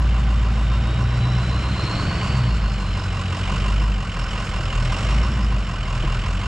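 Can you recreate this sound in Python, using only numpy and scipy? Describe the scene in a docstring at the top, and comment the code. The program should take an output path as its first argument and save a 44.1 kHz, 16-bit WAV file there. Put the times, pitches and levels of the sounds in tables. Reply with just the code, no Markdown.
"""The boom and knock of a V8 diesel, heard close to the hood of a pickup pushing snow across a paved lot.
The engine pulls, eases off and pulls again. Its exhaust harmonics sweep through the resonances of the
body, and each combustion sets the block ringing with the colour of its cylinder. The turbo whistles up
and down once. Friction makes the plow blade hiss and ring over snow and pavement, and bumps make its
frame thud. Behind these lie a chassis shudder, the cooling fan and a faint whine."""
import sys
import numpy as np
from scipy import signal
from scipy.fft import rfft, irfft, next_fast_len
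from scipy.io import wavfile

SR = 44100
rng = np.random.default_rng(int(sys.argv[2]) if len(sys.argv) > 2 else 0)


def inscribe(sig):
    """Save sig as 16-bit PCM at rate SR to the path in sys.argv[1].

    A 1-D sig is mono; a 2-D sig holds one channel per row.
    Samples are clipped to [-1, 1] before scaling.
    """
    pcm = np.round(np.clip(np.atleast_2d(sig).T, -1, 1) * 32767)
    wavfile.write(sys.argv[1], SR, pcm.astype(np.int16))


N = 285327
T = np.arange(N) / SR
FFT_SIZE = next_fast_len(N, real=True)
BIN_HZ = np.maximum(np.arange(FFT_SIZE // 2 + 1) * SR / FFT_SIZE, 1)
SIDES = np.array([[1], [-1]])  # opposite signs for left and right
CYLINDER_COUNT, CRUISE_FIRING_HZ, USUAL_LOAD_DB = 8, 51.2, -33


def from_db(db):
    """Amplitude ratio of a level in decibels."""
    return 10 ** (np.asarray(db) / 20)


def unit_rms(x):
    """Normalisation to unit mean power."""
    return x / np.sqrt(np.mean(x ** 2) + 1e-20)


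def in_time(rows):
    """Linear interpolation of each column of a time table at every sample."""
    times, *columns = np.transpose(rows)
    return [np.interp(T, times, column) for column in columns]


def on_bins(rows):
    """Interpolation of a spectrum table on a logarithmic frequency axis."""
    hz, value = np.transpose(rows)
    return np.interp(np.log(BIN_HZ), np.log(hz), value)


def drift(bandwidth_hz):
    """Low-pass random modulation of unit RMS."""
    knots = rng.standard_normal(4000)
    return unit_rms(np.interp(T * bandwidth_hz * 2, np.arange(len(knots)), knots))


# Likeness of left and right: (frequency [Hz], correlation [0-1])
CORRELATION = [(150, .9988), (300, .985), (500, .96), (1000, .94), (2500, .92), (4000, .82), (6500, .84),
               (9000, .8), (11000, .96)]
def noise(spectrum):
    """Partially coherent stereo noise of unit RMS with the given spectral shape."""
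    mid, side = rfft(rng.standard_normal((2, FFT_SIZE)))
    alike = np.clip(on_bins(CORRELATION), 0, 1)
    pair = np.sqrt(1 + alike) * mid + np.sqrt(1 - alike) * side * SIDES
    return unit_rms(irfft(pair * from_db(on_bins(spectrum)), FFT_SIZE)[:, :N])


def ring(clicks, hz, t60):
    """Damped oscillator: a unit impulse starts a decaying sine of unit amplitude."""
    radius, step = from_db(-60 / (t60 * SR)), 2 * np.pi * hz / SR
    return signal.lfilter([0, np.sin(step)], [1, -2 * radius * np.cos(step), radius ** 2], clicks + 1e-18)


def firings(crank, lead):
    """Phase crossings: the sample and cylinder of each firing, advanced by `lead` firing intervals."""
    count = np.floor(crank + lead).astype(int)
    at = np.flatnonzero(np.diff(count)) + 1
    return at, count[at] % CYLINDER_COUNT


# Engine speed: (time [s], firing rate [Hz])
FIRING_RATE = [(0.0, 56.46), (0.63, 55.36), (0.84, 59.11), (1.68, 63.69), (1.96, 70.77), (2.23, 67.23),
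               (2.56, 52.57), (2.83, 46.78), (3.29, 44.87), (3.81, 51.79), (4.15, 40.77), (4.36, 44.38),
               (4.84, 40.36), (5.24, 59.29), (5.77, 42.33), (6.01, 40.36), (6.47, 47.72)]
# Engine load, expressed as the gain of the knock: (time [s], level [dB])
ENGINE_LOAD = [(0, -39), (1.25, -35.5), (1.85, -32.5), (2.3, -31), (2.6, -37.5), (3.15, -34), (3.58, -29),
               (4.0, -36.5), (4.25, -32), (4.62, -32), (4.84, -30), (4.95, -28), (5.13, -30), (5.4, -36),
               (5.75, -35.5), (5.95, -33), (6.47, -32.5)]
def engine():
    """Phase is the integral of frequency: firing rate, firings so far, and load above the usual."""
    firing_hz = in_time(FIRING_RATE)[0]
    return firing_hz, np.cumsum(firing_hz) / SR, in_time(ENGINE_LOAD)[0] - USUAL_LOAD_DB


# Exhaust harmonics: (multiple of the firing rate [1], relative level [dB])
EXHAUST_HARMONICS = [(1, 2.02), (2, 0.5), (3, -5)]
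# Resonance curve of the truck body: (frequency [Hz], level [dB])
BODY_RESPONSE = [(41, -25), (45, -28.5), (50, -19.5), (56, -20), (61, -26.5), (66, -26.5), (72, -44),
                 (84, -32), (92, -30.5), (102, -36.5), (113, -30.5), (122, -21), (131, -37), (145, -34),
                 (158, -30), (170, -29.5), (210, -52)]
# Brief swells and sags: (time [s], half width [s], fundamental gain [dB], overtone gain [dB])
BOOM_SWELLS = [(1.94, 0.068, -9, -12), (2.334, 0.072, 1.5, 11), (2.474, 0.035, 0, 6), (2.723, 0.1, -3, -3),
               (3.27, 0.22, -7.5, 4), (4.077, 0.046, -14, -8), (4.37, 0.13, -5, -17), (5.4, 0.23, -1, -12),
               (5.728, 0.11, -5, -5)]
def exhaust_boom(firing_hz, strain_db, lag_s=0.0504, hardening=0.17, waver_db=0.75, waver_rad=0.018):
    """Forced resonance: each exhaust harmonic booms as it passes through a mode of the body."""
    fundamental_db, overtone_db = 0, hardening * strain_db
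    for time_s, half_s, low_db, high_db in BOOM_SWELLS:
        swell = np.exp(-((T - time_s) / half_s) ** 2)
        fundamental_db += low_db * swell
        overtone_db += high_db * swell
    late_hz = np.interp(T - lag_s, T, firing_hz)  # resonances take a moment to build up and let go
    late_crank = np.cumsum(late_hz) / SR
    out = 0
    for multiple, db in EXHAUST_HARMONICS:
        level_db = db + np.interp(multiple * late_hz, *np.transpose(BODY_RESPONSE))
        level_db += fundamental_db if multiple == 1 else overtone_db
        phase = multiple * (2 * np.pi * late_crank + waver_rad * drift(0.8)) + (multiple - 1) * np.pi
        out += np.sqrt(2) * from_db(level_db + waver_db * drift(2.7)) * np.cos(phase)
    return out


# Spectral lines of the uneven exhaust pulses: (multiple of the firing rate [1], relative level [dB])
LOPE_LINES = [(1.375, -1.5), (1.5, -10), (1.625, 1), (2.125, -12.5), (2.25, -2), (2.375, 0.5), (2.5, -3),
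              (2.875, -3.5), (3.5, -7.5), (4, 4), (4.25, -4), (5, -6.5)]
# Exhaust rumble as the body colours it: (frequency [Hz], relative level [dB])
RUMBLE_SPECTRUM = [(20, -16), (32, -31), (45, 12), (72, 4.5), (92, 11.5), (108, 7.5), (126, 10.5), (150, 1),
                   (190, 6), (228, 1.5), (252, -16.5), (290, -4), (400, -28), (2000, -68)]
def exhaust_rumble(firing_hz, crank, strain_db, cruise_db=-28, db_per_octave=9, load_follows=0.2,
                   lope_db=-2.5, puff_db=-1.5):
    """Modulation: unequal cylinders add lines between the harmonics, and noise puffs with each firing."""
    lope = 0
    for multiple, db in LOPE_LINES:
        line_db = db + np.interp(multiple * firing_hz, *np.transpose(RUMBLE_SPECTRUM))
        lope += from_db(line_db) * np.cos(2 * np.pi * (multiple * crank + rng.random()))
    puffs = unit_rms(1 + 0.34 * np.cos(2 * np.pi * crank)) * noise(RUMBLE_SPECTRUM)
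    level_db = cruise_db + db_per_octave * np.log2(firing_hz / CRUISE_FIRING_HZ) + load_follows * strain_db
    return from_db(level_db) * (from_db(lope_db) * unit_rms(lope) + from_db(puff_db) * puffs)


# Combustion knock: (frequency [Hz], relative spectral density [dB])
KNOCK_SPECTRUM = [(200, -21.5), (350, -7.5), (600, -3.5), (880, -5), (1060, 0), (1600, -5), (2000, -8),
                  (2600, -5.5), (3600, -13), (5200, -12), (7500, -18.5), (9000, -27), (10500, -46),
                  (15000, -74)]
# Limits of the six bands in which the block rings: (frequency [Hz])
BAND_EDGES = [300, 950, 1250, 1650, 2550, 4000, 14000]
# Colour of each cylinder, in firing order: (relative level [dB] in each of the six bands)
CYLINDER_COLOURS = [(-0.8, 0.5, 0.0, 0.3, 1.0, 1.0), (0.0, 0.5, 1.0, -0.9, 0.5, 1.3),
                    (0.5, 1.0, -7.0, -2.0, -0.3, 0.2), (-1.1, -0.5, 0.5, 0.6, -0.9, 1.5),
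                    (-0.5, -1.5, 2.0, -0.9, -2.0, -0.5), (-1.0, -2.0, -0.5, 0.7, 1.0, -0.3),
                    (-0.9, -1.5, -0.7, -1.1, -0.4, -1.8), (0.9, 0.5, -0.5, 1.8, 0.6, -1.3)]
# Part of a knock that is the same on every cycle: (frequency [Hz], share of power [0-1])
REPEATING_SHARE = [(500, .6), (1100, .5), (2200, .6), (3300, .85), (6000, .3)]
def knock(crank, strain_db, trim_db=-2.5, scatter_db=.75, jitter_s=.0001, rise_s=0.005, decay_s=0.012):
    """Impact on dense modes: each combustion rings the block as a dying noise, briefer in the highs."""
    at, cylinder = firings(crank, lead=.09)
    chance = rng.standard_normal((400, 8))[:len(at)]  # per firing: band levels, overall level, timing
    at = np.clip(at + (jitter_s * SR * chance[:, -1]).astype(int), 0, N - 1)
    size = 3072  # samples in one knock
    age = np.arange(size) / SR
    rest, out = noise(KNOCK_SPECTRUM), np.zeros((2, N + size))
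    for k, (low, top) in enumerate(zip(BAND_EDGES, BAND_EDGES[1:])):
        band = signal.sosfiltfilt(signal.butter(8, top, fs=SR, output="sos"), rest)
        rest = rest - band
        centre_hz = np.sqrt(low * top)
        share = np.interp(centre_hz, *np.transpose(REPEATING_SHARE))
        attack = (1 - np.exp(-age / rise_s * (centre_hz / BAND_EDGES[3]) ** 0.26)) ** 2
        envelope = attack * np.exp(-age / decay_s * (centre_hz / BAND_EDGES[2]) ** 0.094)
        own = [unit_rms(band[:, c * size:(c + 1) * size] * envelope) for c in range(CYLINDER_COUNT)]
        strength = band.std() * unit_rms(from_db(np.array(CYLINDER_COLOURS)[:, k]))
        for onset, c, scatter in zip(at, cylinder, chance[:, k] + chance[:, -2]):
            start = rng.integers(N - size)
            fresh = unit_rms(band[:, start:start + size] * envelope)
            blow = np.sqrt(share) * own[c] + np.sqrt(1 - share) * fresh
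            out[:, onset:onset + size] += strength[c] * from_db(scatter_db * scatter) * blow
    knocks = unit_rms(out[:, :N] / np.sqrt(np.gradient(crank)))  # power independent of the firing rate
    return from_db(USUAL_LOAD_DB + strain_db + trim_db) * knocks


# Strongest block modes, a list per cylinder: (frequency [Hz], relative level [dB], lag [firing intervals])
BLOCK_MODES = [
    [(700, 2.5, .25), (1035, 12.5, .06), (1220, 4.5, .06), (1440, 5, -.13), (1700, 1.5, .06),
     (1900, -1.5, .19)],
    [(540, 2.5, .19), (970, 7.5, .03), (1110, 9, .12), (1480, 6.5, .13), (1930, 0, .06)],
    [(595, 7, .19), (1035, 11, .12), (1160, 6.5, .03), (2540, -1.5, .13)],
    [(1160, 4.5, .31), (1365, 7.5, .13), (1990, 1, .06)],
    [(1485, 8.5, -.13), (2440, -1, .13)],
    [(1350, 3, .25), (2140, -2, .19), (2280, -1.5, -.19), (2500, 1, .25), (2920, 1, 0)],
    [(640, 2.5, .13), (1520, 1.5, -.13), (1760, -.5, .06)],
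    [(500, 1.5, -.19), (780, 2, 0), (1070, 6, .69), (2120, 5, 0), (2340, -1, .19)],
]
def block_chug(crank, strain_db, trim_db=1.6, scatter_db=0.1, t60=.039, rise_t60=.018, load_follows=.4):
    """Modal excitation: each cylinder rings its own few modes, so a round of notes recurs every cycle."""
    out = 0
    for k, modes in enumerate(BLOCK_MODES):
        for hz, db, lag in modes:
            at, cylinder = firings(crank, -lag)
            at = at[cylinder == k]
            scatter = rng.standard_normal(100)[:len(at)]
            clicks = np.zeros(N)
            clicks[at] = from_db(db - scatter_db * scatter)
            out += ring(clicks, hz, t60) - ring(clicks, hz, rise_t60)
    return from_db(USUAL_LOAD_DB + load_follows * strain_db + trim_db) * out


# Tick of each injector, in firing order: (pitch [Hz], relative level [dB])
INJECTOR_PITCHES = [(2765, 0), (2770, .5), (2800, -1.5), (2885, -2), (2800, -5), (2680, .5), (3020, 1),
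                    (2960, 0)]
# Modes of an injector: (multiple of its pitch [1], relative level [dB], T60 [s])
INJECTOR_MODES = [(0.999, -2.5, 0.019), (1.86, -10, 0.017), (2.42, -9, 0.011)]
def injectors(firing_hz, crank, strain_db, tick_db=-25, scatter_db=2.5, idle_hz=43, fade_db_per_hz=0.22,
              load_follows=0.49, cover_t60=0.03):
    """Impulse response of small steel parts: a tick per firing, strongest under load at low speed."""
    at, cylinder = firings(crank, lead=.02)
    level_db = tick_db + scatter_db * rng.standard_normal(400)[:len(at)]
    level_db += load_follows * strain_db[at] - fade_db_per_hz * (firing_hz[at] - idle_hz)
    out = 0
    for k, (hz, own_db) in enumerate(INJECTOR_PITCHES):
        clicks = np.zeros(N)
        clicks[at] = from_db(level_db + own_db) * (cylinder == k)
        for multiple, db, t60 in INJECTOR_MODES:
            ticks = ring(clicks, multiple * hz, t60)
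            out += from_db(db) * ring(ticks, multiple * hz, cover_t60)  # builds up through the valve cover
    return 2 * (1 - from_db(-60 / (cover_t60 * SR))) * out  # cancels the cover's resonant gain


# The turbo spools up and coasts down: (time [s], frequency [Hz])
TURBO_PITCH = [(0, 3590), (.45, 3660), (.7, 3720), (.9, 3790), (1.3, 3985), (1.7, 4175), (1.85, 4280),
               (2.0, 4410), (2.15, 4510), (2.28, 4575), (2.45, 4520), (2.6, 4440), (2.8, 4240), (3.0, 4075),
               (3.22, 3945), (3.5, 3780), (4.0, 3570)]
# Strength of its whistle: (time [s], level [dB])
TURBO_LEVEL = [(0, -59), (.5, -53), (.85, -48.5), (1.05, -49), (1.3, -45.8), (1.65, -43.5), (1.82, -40),
               (2.0, -37.5), (2.2, -44), (2.45, -44), (2.7, -50), (3.0, -49), (3.22, -49), (3.4, -57),
               (4.0, -72)]
def turbo(crank, flutter_hz=11, shake_hz=26, waver_db=2.0, rough_db=-3.0, rough_drop_hz=118,
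          rush_db=-2.0, rush_drop_hz=200, rush_width_hz=330, balance_db=6.0):
    """Rotor tone, frequency-modulated by exhaust pulses; boost adds a rough tone and air noise below it."""
    level_db = in_time(TURBO_LEVEL)[0]
    hz = in_time(TURBO_PITCH)[0] + flutter_hz * drift(30) + shake_hz * np.sin(2 * np.pi * crank)
    phase = 2 * np.pi * np.cumsum(hz) / SR
    whistle = from_db(waver_db * drift(16)) * np.sin(phase)
    rough = from_db(rough_db) * drift(30) * np.sin(phase - 2 * np.pi * rough_drop_hz * T)
    air = drift(rush_width_hz) + .5 * np.array([drift(rush_width_hz), drift(rush_width_hz)])
    rush = from_db(rush_db) * air * np.sin(phase - 2 * np.pi * rush_drop_hz * T)
    boost = from_db((level_db - level_db.max()) / 3)  # the rush grows faster than the whistle
    return from_db(level_db + balance_db * SIDES / 2) * (whistle + np.sqrt(boost) * rough + boost * rush)


# Hiss of the blade: (frequency [Hz], relative spectral density [dB])
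SCRAPE_SPECTRUM = [(300, -1), (700, 2.5), (1300, 7), (2200, -3.5), (3600, -6), (5200, -7), (7500, -12.5),
                   (9000, -27), (10500, -34), (15000, -47.5)]
# Strength of the scrape: (time [s], level [dB])
SCRAPE_LEVEL = [(0, -38.5), (1.55, -40.5), (1.85, -35.5), (2.3, -37.5), (3.0, -38), (3.5, -38),
                (4.02, -41.5), (4.22, -36.5), (4.8, -37.5), (5.1, -35), (5.3, -37.5), (5.7, -39),
                (6.05, -35.5), (6.47, -40)]
# The blade catches on grit: (time [s], peak level [dB], decay time [s])
GRIT_CATCHES = [(4.19, -37, 0.0071), (4.92, -34, 0.0086), (4.96, -41, 0.04), (5.085, -43, 0.036),
                (6.279, -48, 0.0062)]
# Ring of the cutting edge at a catch: (frequency [Hz], relative spectral density [dB])
CATCH_SPECTRUM = [(1500, -14), (3500, -4), (4800, -10), (5520, 8), (6200, -14), (7400, -7), (9000, -13),
                  (10500, -30), (15000, -55)]
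def blade_scrape(grain_db=1.5, judder_db=3.5, split_hz=6000):
    """Friction noise of steel on snow and grit: a grainy hiss with flickering treble and bright catches."""
    hiss = noise(SCRAPE_SPECTRUM)
    low = signal.sosfiltfilt(signal.butter(4, split_hz, fs=SR, output="sos"), hiss)
    hiss = low + (hiss - low) * from_db(judder_db * drift(21))
    hiss *= from_db(in_time(SCRAPE_LEVEL)[0] + grain_db * drift(280))
    catches = 0
    for time_s, db, decay_s in GRIT_CATCHES:
        age = np.maximum(T - time_s, 0) / decay_s
        catches += from_db(db) * np.sqrt(2 * np.e * age) * np.exp(-age)
    return hiss + catches * noise(CATCH_SPECTRUM)


# Band of the cutting edge, shifting with the pressure on it: (time [s], frequency [Hz], level [dB])
EDGE_BAND = [(0, 5430, -63), (1.9, 5400, -50), (2.35, 5280, -55), (2.7, 5010, -51), (3.2, 5230, -50),
             (3.5, 5200, -52), (3.9, 5130, -57), (4.4, 5270, -51), (4.8, 5170, -48), (4.93, 5640, -56),
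             (5.15, 5520, -50), (5.4, 5220, -52), (6.0, 5170, -62), (6.3, 5230, -64)]
def edge_ring(crank, width_hz=300, spurt_db=5.0, shake_depth=0.36):
    """Friction-driven resonance: the dragging steel edge rings in uneven spurts, shaken by the engine."""
    hz, level_db = in_time(EDGE_BAND)
    phase = 2 * np.pi * np.cumsum(hz) / SR
    band = drift(width_hz) * np.sin(phase) + drift(width_hz) * np.cos(phase)
    spread = 0.2 * drift(width_hz) * np.sin(phase) * SIDES
    shaking = 1 + shake_depth * np.sin(2 * np.pi * crank)
    return from_db(level_db) * unit_rms((band + spread) * shaking * from_db(spurt_db * drift(19)))


# Jolts from uneven ground: (time [s], frame level [dB], body level [dB])
JOLTS = [(1.838, -42.5, -42), (4.597, -45, -41), (6.039, -35, -29)]
# Modes of the plow frame: (frequency [Hz], relative level [dB], T60 [s])
FRAME_MODES = [(140, 16, 0.24), (202, -10, 0.079), (310, 5, 0.14), (335, 7, 0.13), (467, 2, 0.095)]
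def plow_bumps(thump_hz=52.3, thump_t60=0.42):
    """Free vibration after impact: the plow frame thuds and the body thumps on its springs and mounts."""
    frame_hits, body_hits = np.zeros((2, N))
    for time_s, frame_db, body_db in JOLTS:
        at = round(time_s * SR)
        frame_hits[at], body_hits[at] = from_db(frame_db), from_db(body_db)
    thuds = sum(from_db(db) * ring(frame_hits, hz, t60) for hz, db, t60 in FRAME_MODES)
    return thuds + ring(body_hits, thump_hz, thump_t60)


# Strength of the chassis shudder: (time [s], level [dB])
SHUDDER_LEVEL = [(0, -42), (1.2, -42), (2.1, -34), (3.1, -33), (4.1, -36), (4.6, -30), (4.85, -34),
                 (5.7, -42), (6.1, -28), (6.47, -34)]
# Its deep band: (frequency [Hz], relative spectral density [dB])
SHUDDER_SPECTRUM = [(15, -4), (29, 1.5), (38, 4), (50, 14), (60, 9), (75, -16.5), (150, -48.5), (600, -110)]
def chassis_shudder():
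    """Random forced vibration: the dragging blade shakes the chassis, which beats against the boom."""
    return from_db(in_time(SHUDDER_LEVEL)[0]) * noise(SHUDDER_SPECTRUM)


# Air through the radiator: (frequency [Hz], relative spectral density [dB])
FAN_SPECTRUM = [(150, -18), (290, 6), (420, 1), (780, -0.5), (1500, -3.5), (3000, -12), (6000, -18.5),
                (12000, -67)]
def cooling_fan(firing_hz, cruise_db=-40, exponent=2.35):
    """Flow noise: its amplitude grows as a power of engine speed."""
    return from_db(cruise_db) * (firing_hz / CRUISE_FIRING_HZ) ** exponent * noise(FAN_SPECTRUM)


# A faint whine under the hood: (time [s], level [dB])
WHINE_LEVEL = [(0, -49), (1.3, -45), (1.8, -61), (2.6, -70)]
def whine(hz=786, wander_hz=5):
    """A sine with slight random frequency modulation, heard while the engine first pulls."""
    phase = 2 * np.pi * np.cumsum(hz + wander_hz * drift(6.8)) / SR
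    return from_db(in_time(WHINE_LEVEL)[0]) * np.sin(phase)


# Peaks and dips of the hood and engine bay: (frequency [Hz], bandwidth [Hz], gain [dB])
HOOD_RESONANCES = [(555, 9, 1.5), (687, 25, 8.5), (725, 123, -7.5), (769, 44, 8), (877, 70, -4.5),
                   (1007, 27, 0.5), (1180, 37, 1.5), (1382, 145, -4.5), (1338, 12, 8.5), (1501, 37, 4),
                   (1756, 88, -3.5), (2776, 50, 3.5), (2963, 400, 4), (4860, 230, -3.5), (5304, 280, 2),
                   (6080, 1870, -7.5), (6820, 280, 3)]
def hood(sound):
    """Resonance and antiresonance: panels and cavities raise some pitches and swallow others."""
    sections = []
    for hz, width_hz, db in HOOD_RESONANCES:
        gain, width, tuning = from_db(db / 2), np.pi * width_hz / SR, -2 * np.cos(2 * np.pi * hz / SR)
        numerator = [1 + width * gain, tuning, 1 - width * gain]
        denominator = [1 + width / gain, tuning, 1 - width / gain]
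        sections.append(np.array(numerator + denominator) / denominator[0])
    return signal.sosfilt(np.array(sections), sound)


def scene():
    """Superposition: engine, turbo and plow add up, with one crank phase timing all that pulses."""
    firing_hz, crank, strain_db = engine()
    clatter = knock(crank, strain_db) + injectors(firing_hz, crank, strain_db)
    chug = block_chug(crank, strain_db)
    hiss = cooling_fan(firing_hz) + blade_scrape()
    exhaust = exhaust_boom(firing_hz, strain_db) + exhaust_rumble(firing_hz, crank, strain_db)
    direct = chug + edge_ring(crank) + turbo(crank) + whine() + plow_bumps() + chassis_shudder()
    return hood(exhaust + clatter + hiss) + direct


# Level difference between the microphone ports: (frequency [Hz], left minus right [dB])
PORT_LEVEL_DIFFERENCE = [(250, 0), (430, -.3), (560, -2), (850, -3), (1100, -2), (1400, -3), (2200, -1.2),
                         (3500, -1.6), (4000, 0), (5000, -3.7), (5800, -3), (6600, 0)]
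# Phase difference between them: (frequency [Hz], lead of the left [rad])
PORT_PHASE_DIFFERENCE = [(1000, 0), (1800, -.25), (3100, -.95), (4500, -.35), (6000, 0)]
def record(dry, cutoff_hz=15500):
    """Interchannel level and phase differences colour two close microphone ports; the top is cut."""
    left = from_db(on_bins(PORT_LEVEL_DIFFERENCE) / 2) * np.exp(1j * on_bins(PORT_PHASE_DIFFERENCE) / 2)
    heard = irfft(rfft(dry, FFT_SIZE) * np.array([left, 1 / left]), FFT_SIZE)[:, :N]
    return signal.sosfilt(signal.cheby2(12, 70, cutoff_hz, fs=SR, output="sos"), heard)


dry = scene()
out = record(dry)
inscribe(out)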